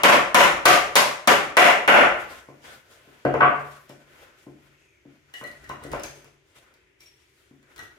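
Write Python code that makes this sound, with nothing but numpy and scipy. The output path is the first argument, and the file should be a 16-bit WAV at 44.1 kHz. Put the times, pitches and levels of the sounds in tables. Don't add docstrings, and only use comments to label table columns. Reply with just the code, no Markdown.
import sys
import numpy as np
from scipy import signal
from scipy.fft import rfft, irfft
from scipy.io import wavfile
from scipy.ndimage import uniform_filter1d, minimum_filter1d

SR = 44100
rng = np.random.default_rng(int(sys.argv[2]) if len(sys.argv) > 2 else 0)


def waveform_to_disk(signal):
    frames = np.transpose(np.atleast_2d(signal))
    scaled = np.clip(frames, -1, 1) * 32767
    samples = np.round(scaled).astype(np.int16)
    wavfile.write(sys.argv[1], SR, samples)


def voltage_ratio(decibels):
    exponent = np.asarray(decibels, float) / 20
    return 10 ** exponent


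N = 351918
RUN_IN = int(.3 * SR)
STANCES = 3

# pitch_hz, level_db, t60_s
PLANK_MODES = [(142.45, -2, 0.66), (278.5, -8.5, 0.26), (310.5, -6.5, 0.23), (358, -1.5, 0.13),
               (430, -2, 0.16), (475, -12.5, 0.23), (575, -18, 0.08), (614, -7, 0.2), (728.6, 2.5, 0.057),
               (867.4, 4.5, 0.021), (1062, -0.5, 0.1), (1151, -7, 0.011), (1531, -1, 0.071),
               (1870, -18, 0.08), (2048, -9.5, 0.16), (2210, -5, 0.043), (2855, -8.5, 0.39)]


def rms_one(x):
    return x / np.sqrt(np.mean(x ** 2) + 1e-20)


def at_hz(points, hz, column=1):
    points = np.array(points)
    return np.interp(np.log(hz), np.log(points[:, 0]), points[:, column])


def band(x, low_hz, high_hz, order=2):
    return signal.sosfilt(signal.butter(order, [low_hz, high_hz], "band", fs=SR, output="sos"), x + 1e-18)


def ring(x, hz, t60_s):
    r, w = voltage_ratio(-60 / (t60_s * SR)), 2 * np.pi * hz / SR
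    return signal.lfilter([0, np.sin(w)], [1, -2 * r * np.cos(w), r * r], x + 1e-18)


def drift(rate_hz, size):
    knots = rng.standard_normal(400)
    return np.interp(np.arange(size) / SR * rate_hz, np.arange(400), knots)


def stereo_bands(size):
    # pitch_hz, correlation
    likeness = [(25, .6), (60, 0.95), (150, 1), (300, 0.47), (600, 0.59), (1200, 0.019), (4000, 0.079),
                (9000, 0.052), (14000, 0.054)]
    edges_hz = 28 * 2 ** np.arange(0, 9.4, .5)
    white = rng.standard_normal((2, 2, size))
    for k, (low_hz, high_hz) in enumerate(zip(edges_hz, edges_hz[1:])):
        mid, side = band(white[k % 2], low_hz, high_hz)
        hz = np.sqrt(low_hz * high_hz)
        alike = np.clip(at_hz(likeness, hz), -1, 1)
        yield hz, np.sqrt(1 + alike) * mid + np.sqrt(1 - alike) * side * [[1], [-1]]


def add(track, sound, s):
    i = RUN_IN + round(s * SR)
    track[i:i + len(sound)] += sound[:len(track) - i]


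def strokes(rows, fade_db_s, dry_share=0):
    swell_db = 21
    t = np.arange(-RUN_IN, N + 64, 64) / SR
    peak_s, rise_s, hold_s, db, hiss_db = np.transpose(rows)[:, :, None]
    shape_db = -swell_db * np.maximum(peak_s - t, 0) / np.maximum(rise_s, .003)
    shape_db = shape_db - fade_db_s * np.maximum(t - peak_s - hold_s, 0)
    gain = voltage_ratio(db + dry_share * hiss_db + shape_db).sum(axis=0)
    return np.interp(np.arange(-RUN_IN, N) / SR, t, gain)


def rubbing_and_air():
    # peak_s, rise_s, hold_s, level_db, hiss_rel_db
    brushes = [(2.2, .1, 0.017, -47.5, -5), (2.308, 0.036, 0.015, -46.5, -4),
               (2.65, 0.045, 0.047, -48.5, -4), (2.912, 0.029, 0.024, -64, 2.5),
               (3.13, 0.3, 0.033, -70.5, -20.5), (3.6, 0.9, 0.18, -58, -2),
               (3.897, 0.023, 0.0064, -64, -0.5), (4.19, 0.26, 0.048, -53.5, -8.5),
               (4.39, 0.028, 0.033, -77.5, 11), (4.67, 0.2, 0.0096, -66.5, -6.5), (4.82, .1, 0.039, -84, 7),
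               (5.12, 0.12, .02, -71, -8), (5.3, 0.068, .02, -66, -9), (6.475, 0.039, .01, -78, 6),
               (6.562, 0.029, 0.022, -62.5, 0), (6.68, 0.18, 0.042, -66, -29),
               (7.007, 0.013, 0.039, -78.5, 17), (7.2, .03, 0.017, -84, 9), (7.38, 0.24, 0.069, -79.5, 8),
               (7.715, 0.08, 0.0084, -59.5, -10.5), (7.97, 0.017, 0.06, -71, -16)]
    # peak_s, rise_s, hold_s, level_db, hiss_rel_db
    scrapes = [
        (5.345, 0.01, 0.046, -79, 21),
        (5.465, 0.024, 0.011, -69, 7),
        (5.7, 0.2, 0.0056, -51.5, -9.5),
        (5.836, 0.032, 0.013, -50.5, -8),
        (5.92, 0.01, 0.022, -43, -14.5),
        (6.035, .015, 0.013, -62.5, 13),
        (6.17, .05, 0.021, -73.5, 6.5),
        (7.762, 0.005, .07, -58, -5.5),
    ]
    # pitch_hz, density_db
    wood_rub = [(150, -31), (250, -6), (386, -20), (486, 1.5), (642, -14.5), (733, -10), (1250, -8.5),
                (1440, -2), (4500, -25.5), (5850, -50.5), (9900, -120)]
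    # pitch_hz, density_db
    dry_rub = [(1760, -17.5), (3000, -6.5), (3680, 13.5), (3970, -6), (4350, -12.5), (6220, -9),
               (15100, -14.5), (16000, -15)]
    # pitch_hz, density_db
    air_colour = [(15, -36), (25, -12.5), (70, -1.5), (137, -10.5), (263, -24), (405, -1), (775, -28),
                  (2350, -8.5), (3720, -27), (6210, -22.5), (8140, -31), (8830, -37.5), (16000, -29)]
    air_db, fade_db_s, hiss_fade_db_s = -58, 104, 115
    size = N + RUN_IN

    brush, scrape = strokes(brushes, fade_db_s), strokes(scrapes, fade_db_s)
    hiss = strokes([*brushes, *scrapes], hiss_fade_db_s, dry_share=1)
    pressed = voltage_ratio(-11.5) * brush + voltage_ratio(9) * scrape + voltage_ratio(-67.5)

    wood = dry_noise = air = 0
    for hz, noise in stereo_bands(size):
        flicker = voltage_ratio(2.0 * drift(20, size))
        wood = wood + noise * flicker * voltage_ratio(at_hz(wood_rub, hz))
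        dry_noise = dry_noise + noise * flicker * voltage_ratio(at_hz(dry_rub, hz))
        air = air + noise * voltage_ratio(at_hz(air_colour, hz) + 2.0 * drift(2.5, size))

    wood = rms_one(wood)
    rumble = rms_one(sum(voltage_ratio(db) * ring(air, hz, 0.3 * t60_s) for hz, db, t60_s in PLANK_MODES[:6]))
    resonance = rms_one(sum(voltage_ratio(db) * ring(wood, hz, 0.85 * t60_s) for hz, db, t60_s in PLANK_MODES[10:]))
    wood = rms_one(wood + voltage_ratio(-7.5) * resonance)
    rub = (brush + scrape + voltage_ratio(-85.5)) * wood
    rub = rub + voltage_ratio(-0.5) * hiss * rms_one(dry_noise) + voltage_ratio(-7.5) * pressed * rumble
    lumps = voltage_ratio(1.5 * drift(45, size))
    drone = rms_one(ring(air, 390, .08))
    return rub * lumps + voltage_ratio(air_db - 8.5) * (rms_one(band(air, 36, 17000)) + voltage_ratio(-11.0) * drone)


def squeak():
    start_s, length_s, hold_s, level_db = 4.72, .35, .12, -65
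    start_hz, fall_hz_s, partner_above_hz, partner_db = 2640, 2700, 4000, -9
    track, t = np.zeros(N + RUN_IN), np.arange(int(length_s * SR)) / SR
    phase = 2 * np.pi * np.cumsum(start_hz - fall_hz_s * np.maximum(t - hold_s, 0)) / SR
    tone = drift(450, len(t)) * np.sin(phase)
    partner = drift(600, len(t)) * np.sin(phase + 2 * np.pi * partner_above_hz * t)
    tone = tone + voltage_ratio(partner_db) * partner
    add(track, voltage_ratio(level_db) * np.sqrt(np.hanning(len(t))) * tone, start_s)
    return track


def claw():
    # start_s, peak_db, ring_share_db
    ticks = [
        (5.3391, -35, 1),
        (5.3676, -46, -19),
        (5.4387, -35.5, 4),
        (5.4745, -41, -20),
        (5.6417, -41, -1),
        (5.693, -35.5, -5),
        (5.837, -33, -3.5),
        (5.9295, -34, -11.5),
        (7.7797, -36, -3.5),
        (7.792, -34, -4),
    ]
    # start_s, peak_db, pitch_hz, t60_s
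    pings = [
        (5.8369, -44, 9020, 0.03),
        (6.0351, -36, 6350, 0.015),
        (7.0066, -53, 2320, .015),
        (7.6286, -52, 2100, .006),
        (7.004, -57, 5560, 0.06),
        (7.0595, -52, 5590, 0.06),
        (7.0895, -63, 5560, 0.09),
    ]
    # start_s, peak_db
    clicks = [(2.9745, -56.5), (3.2505, -34.5), (3.3398, -38), (3.5964, -46), (3.7044, -50.5), (3.894, -38),
              (5.3388, -35), (5.5138, -44.5), (5.6935, -37), (5.917, -31.5), (5.9968, -31), (6.0347, -24),
              (6.0594, -34), (6.2444, -44), (6.7396, -49.5), (7.0065, -43.5), (7.7618, -39.5),
              (7.8314, -44.5)]
    # pitch_hz, level_db, t60_s
    head_modes = [(1450, -11, .035), (2946, -9, 0.025), (4190, -13, 0.012)]
    tick_hz, tick_t60_s, tick_spread = 1905, .03, .025
    grit_hz, ping_share_db, ring_db = 2500, 3, -14.5

    track, t = np.zeros(N + RUN_IN), np.arange(int(.3 * SR)) / SR
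    rows = [(s, db, tick_hz, tick_t60_s, share_db) for s, db, share_db in ticks]
    rows += [(*row, ping_share_db) for row in pings]
    rows += [(s, db, grit_hz, .001, -40) for s, db in clicks]
    for k, (s, db, hz, t60_s, share_db) in enumerate(rows):
        is_tick = k < len(ticks)
        chance = rng.standard_normal(len(t))
        click = band((t == 0) + 0.28 * chance * np.exp(-t / 0.0028), .5 * hz, 9500, order=1)
        rings = ring(click, hz * (1 + tick_spread * chance[9] * is_tick), max(t60_s, .001))
        if is_tick:
            for (mode_hz, mode_db, mode_t60_s), luck in zip(head_modes, chance[::-1]):
                rings = rings + voltage_ratio(mode_db + 4.3 * luck) * ring(click, mode_hz, mode_t60_s)
        add(track, voltage_ratio(db + 8.0) * (click + voltage_ratio(share_db + ring_db) * rings), s)
    return track


def causal_pulse(colour_db, chance, length_ms, size=4096):
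    colour_hz = [35, 95, 160, 290, 550, 1150, 1900, 2900, 4000, 6000, 11000, 16000]
    hz = np.arange(size // 2 + 1) * SR / size + 1
    cepstrum = irfft(np.log(voltage_ratio(np.interp(np.log(hz), np.log(colour_hz), colour_db))))
    cepstrum[1:size // 2] *= 2
    cepstrum[size // 2 + 1:] = 0
    scatter = np.interp(np.sqrt(hz), np.linspace(0, np.sqrt(SR / 2), len(chance)), np.abs(chance))
    late_s = np.clip(length_ms, .3, 25) / 1000 * scatter * (1000 / np.maximum(hz, 300)) ** .3
    return irfft(np.exp(rfft(cepstrum) - 2j * np.pi * np.cumsum(late_s) * SR / size))


def contact(levels_db, length_ms, favoured_hz, ring_db, boom_db, deep_db, boom_t60_s, lead_db):
    base_db = [-28.5, -8, 3.5, -0.5, -1, 4, -4, -7, -5.5, -7.5, -8, -15.5]
    range_index = [5, 5, 1, 1, 0, 2, 3, 3, 4, 4, 4, 4]
    chance = rng.standard_normal(90)
    colour_db = np.add(base_db, np.take([*levels_db, levels_db[1] + deep_db], range_index))
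    force = np.zeros(int(.7 * SR))
    force[:3000] = causal_pulse(colour_db, chance[30:], length_ms)[:3000] * np.hanning(6000)[3000:]
    modes = sum(voltage_ratio(db + 3.5 * luck) * ring(force, hz, t60_s)
                for (hz, db, t60_s), luck in zip(PLANK_MODES[1:], chance))
    width = 0.039
    favoured = band(force, favoured_hz * (1 - width), favoured_hz * (1 + width), order=1)
    boom = ring(force, PLANK_MODES[0][0], boom_t60_s)
    return force + voltage_ratio(lead_db) * favoured + voltage_ratio(boom_db + deep_db) * boom + voltage_ratio(ring_db) * modes


def soft_contact(db, levels_db, length_ms, hz, deep_db, boom_t60_s):
    return voltage_ratio(db + 29.5) * contact(levels_db, length_ms, hz, ring_db=-47.5, boom_db=-35.0, deep_db=deep_db,
                                    boom_t60_s=boom_t60_s, lead_db=8)


def soft_knocks():
    # start_s, level_db, thud_rel_db, hardness_rel_db, favoured_hz
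    knocks = [(2.485, -33.5, -2.5, -16, 1050), (3.071, -51.5, 7, -5, 427),
              (3.143, -50.5, -10.5, -17.5, 420), (3.896, -39, 5.5, -8, 580), (4.465, -38.5, 6.5, -14, 300),
              (5.052, -46.5, 8.5, -17, 282.4), (5.411, -46, 13, 12, 432), (5.43, -31, -12, -22, 587),
              (5.696, -29, -1, -1, 1016), (5.848, -27, -5, -30, 292), (5.933, -20.5, -5, -3.5, 562),
              (6.031, -68, -4, -1, 1120), (6.242, -48.5, 0.5, -3, 421), (7.508, -54.5, 13.5, -7, 260),
              (7.788, -49, -2.5, 7.5, 1480)]
    track = np.zeros(N + RUN_IN)
    for s, db, thud_db, hard_db, hz in knocks:
        levels_db = [0, thud_db, hard_db, hard_db - 3, hard_db - 31]
        add(track, soft_contact(db, levels_db, 3.0, hz, deep_db=-9, boom_t60_s=.7), s)
    return track


def dropped_plank():
    # start_s, level_db, thud_rel_db, knock_rel_db, favoured_hz
    landings = [
        (3.25, -5.5, -7, -15.5, 1534),
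        (3.34, -11.5, -4.5, -7, 440),
        (3.405, -10.5, -23, 2.5, 1500),
        (3.418, -8.5, -6, 3, 1140),
    ]
    track = np.zeros(N + RUN_IN)
    for s, db, thud_db, knock_db, hz in landings:
        levels_db = [0, thud_db, knock_db, knock_db - 3.5, knock_db - 23]
        add(track, soft_contact(db, levels_db, 4.0, hz, deep_db=-5.5, boom_t60_s=.33), s)
    return track


def hammer_blows():
    # start_s, level_db, thud_rel_db, crack_rel_db, favoured_hz
    blows = [
        (-.275, 6, -11, -9.5, 1120),
        (0.0341, 6, -10, -9, 1090),
        (0.345, 4.5, -10.5, -7, 1037),
        (0.6542, 2, -13, -5, 1196),
        (0.9547, -4.5, -13.5, -1.5, 1070),
        (1.274, -2.5, -8, -7, 1180),
        (1.5684, 8, -14.5, -10.5, 2000),
        (1.8765, 11.5, -13, -17, 1457),
    ]
    knock_db, clack_db, length_ms = -1.5, -0.5, 3.5
    reflection_s, reflection_db = .0048, -15.5
    tracks = np.zeros((STANCES, N + RUN_IN))
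    for k, (s, db, thud_db, crack_db, hz) in enumerate(blows):
        levels_db = [0, thud_db, knock_db, clack_db, crack_db]
        blow = voltage_ratio(db + 24.5) * contact(levels_db, length_ms, hz, ring_db=-49.0, boom_db=-52.5,
                                        deep_db=0.5 + crack_db, boom_t60_s=PLANK_MODES[0][2], lead_db=-1.5)
        add(tracks[k % STANCES], blow, s)
        reflection = -voltage_ratio(reflection_db) * band(blow, 580, 4000, order=1)
        add(tracks[k % STANCES], reflection, s + reflection_s)
    return band(tracks, 55, 19000)


def walls(tracks):
    # pitch_hz, t60_s, level_db
    echo_bands = [(60, 0.87, -1.5), (145, 0.46, -7.5), (356, 0.53, -1.5), (1060, 0.51, -4),
                  (2430, 0.52, 2.5), (3730, 0.43, -3), (5540, 0.45, -2), (9400, 0.43, -12),
                  (16500, 0.27, -0.5)]
    echo_db, build_s = 8, 0.0023
    t = np.arange(int(.9 * SR)) / SR
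    tails = 0
    for hz, noise in stereo_bands(STANCES * len(t)):
        decay_db = at_hz(echo_bands, hz, column=2) - 60 * t / at_hz(echo_bands, hz)
        tails = tails + noise.reshape(2, STANCES, -1) * voltage_ratio(decay_db)
    tails = tails * (1 - np.exp(-t / build_s))
    tails *= voltage_ratio(echo_db) / np.sqrt(np.sum(tails ** 2) / 2 / STANCES)
    out = np.zeros((2, tracks.shape[1] + len(t)))
    for k, x in enumerate(tracks):
        end = np.flatnonzero(np.abs(x) > 1e-9)[-1] + 1
        out[:, :end + len(t) - 1] += signal.fftconvolve(x[None, :end], tails[:, k])
    return out[:, :tracks.shape[1]]


def scene():
    left_db, left_lag_s = 1.06, -.0002
    background = rubbing_and_air() + squeak()
    steel = claw()
    soft = band(soft_knocks() + dropped_plank(), 21.7, 2600)
    hard = hammer_blows()
    near = hard.sum(axis=0) + soft + steel
    i = np.arange(len(near))
    right = np.interp(i + left_lag_s * SR, i, near)
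    sent = hard.copy()
    sent[0] += voltage_ratio(-7) * soft + voltage_ratio(-7.5) * steel
    mix = np.array([near, right]) + walls(sent) + background
    return (mix * voltage_ratio(np.array([[left_db], [-left_db]])))[:, RUN_IN:]


def low_pass(x):
    return signal.sosfilt(signal.butter(12, 16980, fs=SR, output="sos"), x)


def record(dry):
    ceiling_db, release_db_s, ahead_s, attack_s = -1.5, 444.5, 0.004, 0.0014
    over_db = np.maximum(20 * np.log10(np.abs(dry).max(axis=0) + 1e-9) - ceiling_db, 0)
    slope_db = release_db_s * np.arange(N) / SR
    held_db = np.maximum.accumulate(over_db + slope_db) - slope_db
    early_db = -minimum_filter1d(-held_db, size=2 * int(ahead_s * SR) + 1)
    smooth_db = uniform_filter1d(early_db, size=int(attack_s * SR))
    return low_pass(np.clip(dry * voltage_ratio(-smooth_db), -.98, .98))


dry = scene()
out = record(dry)
waveform_to_disk(out)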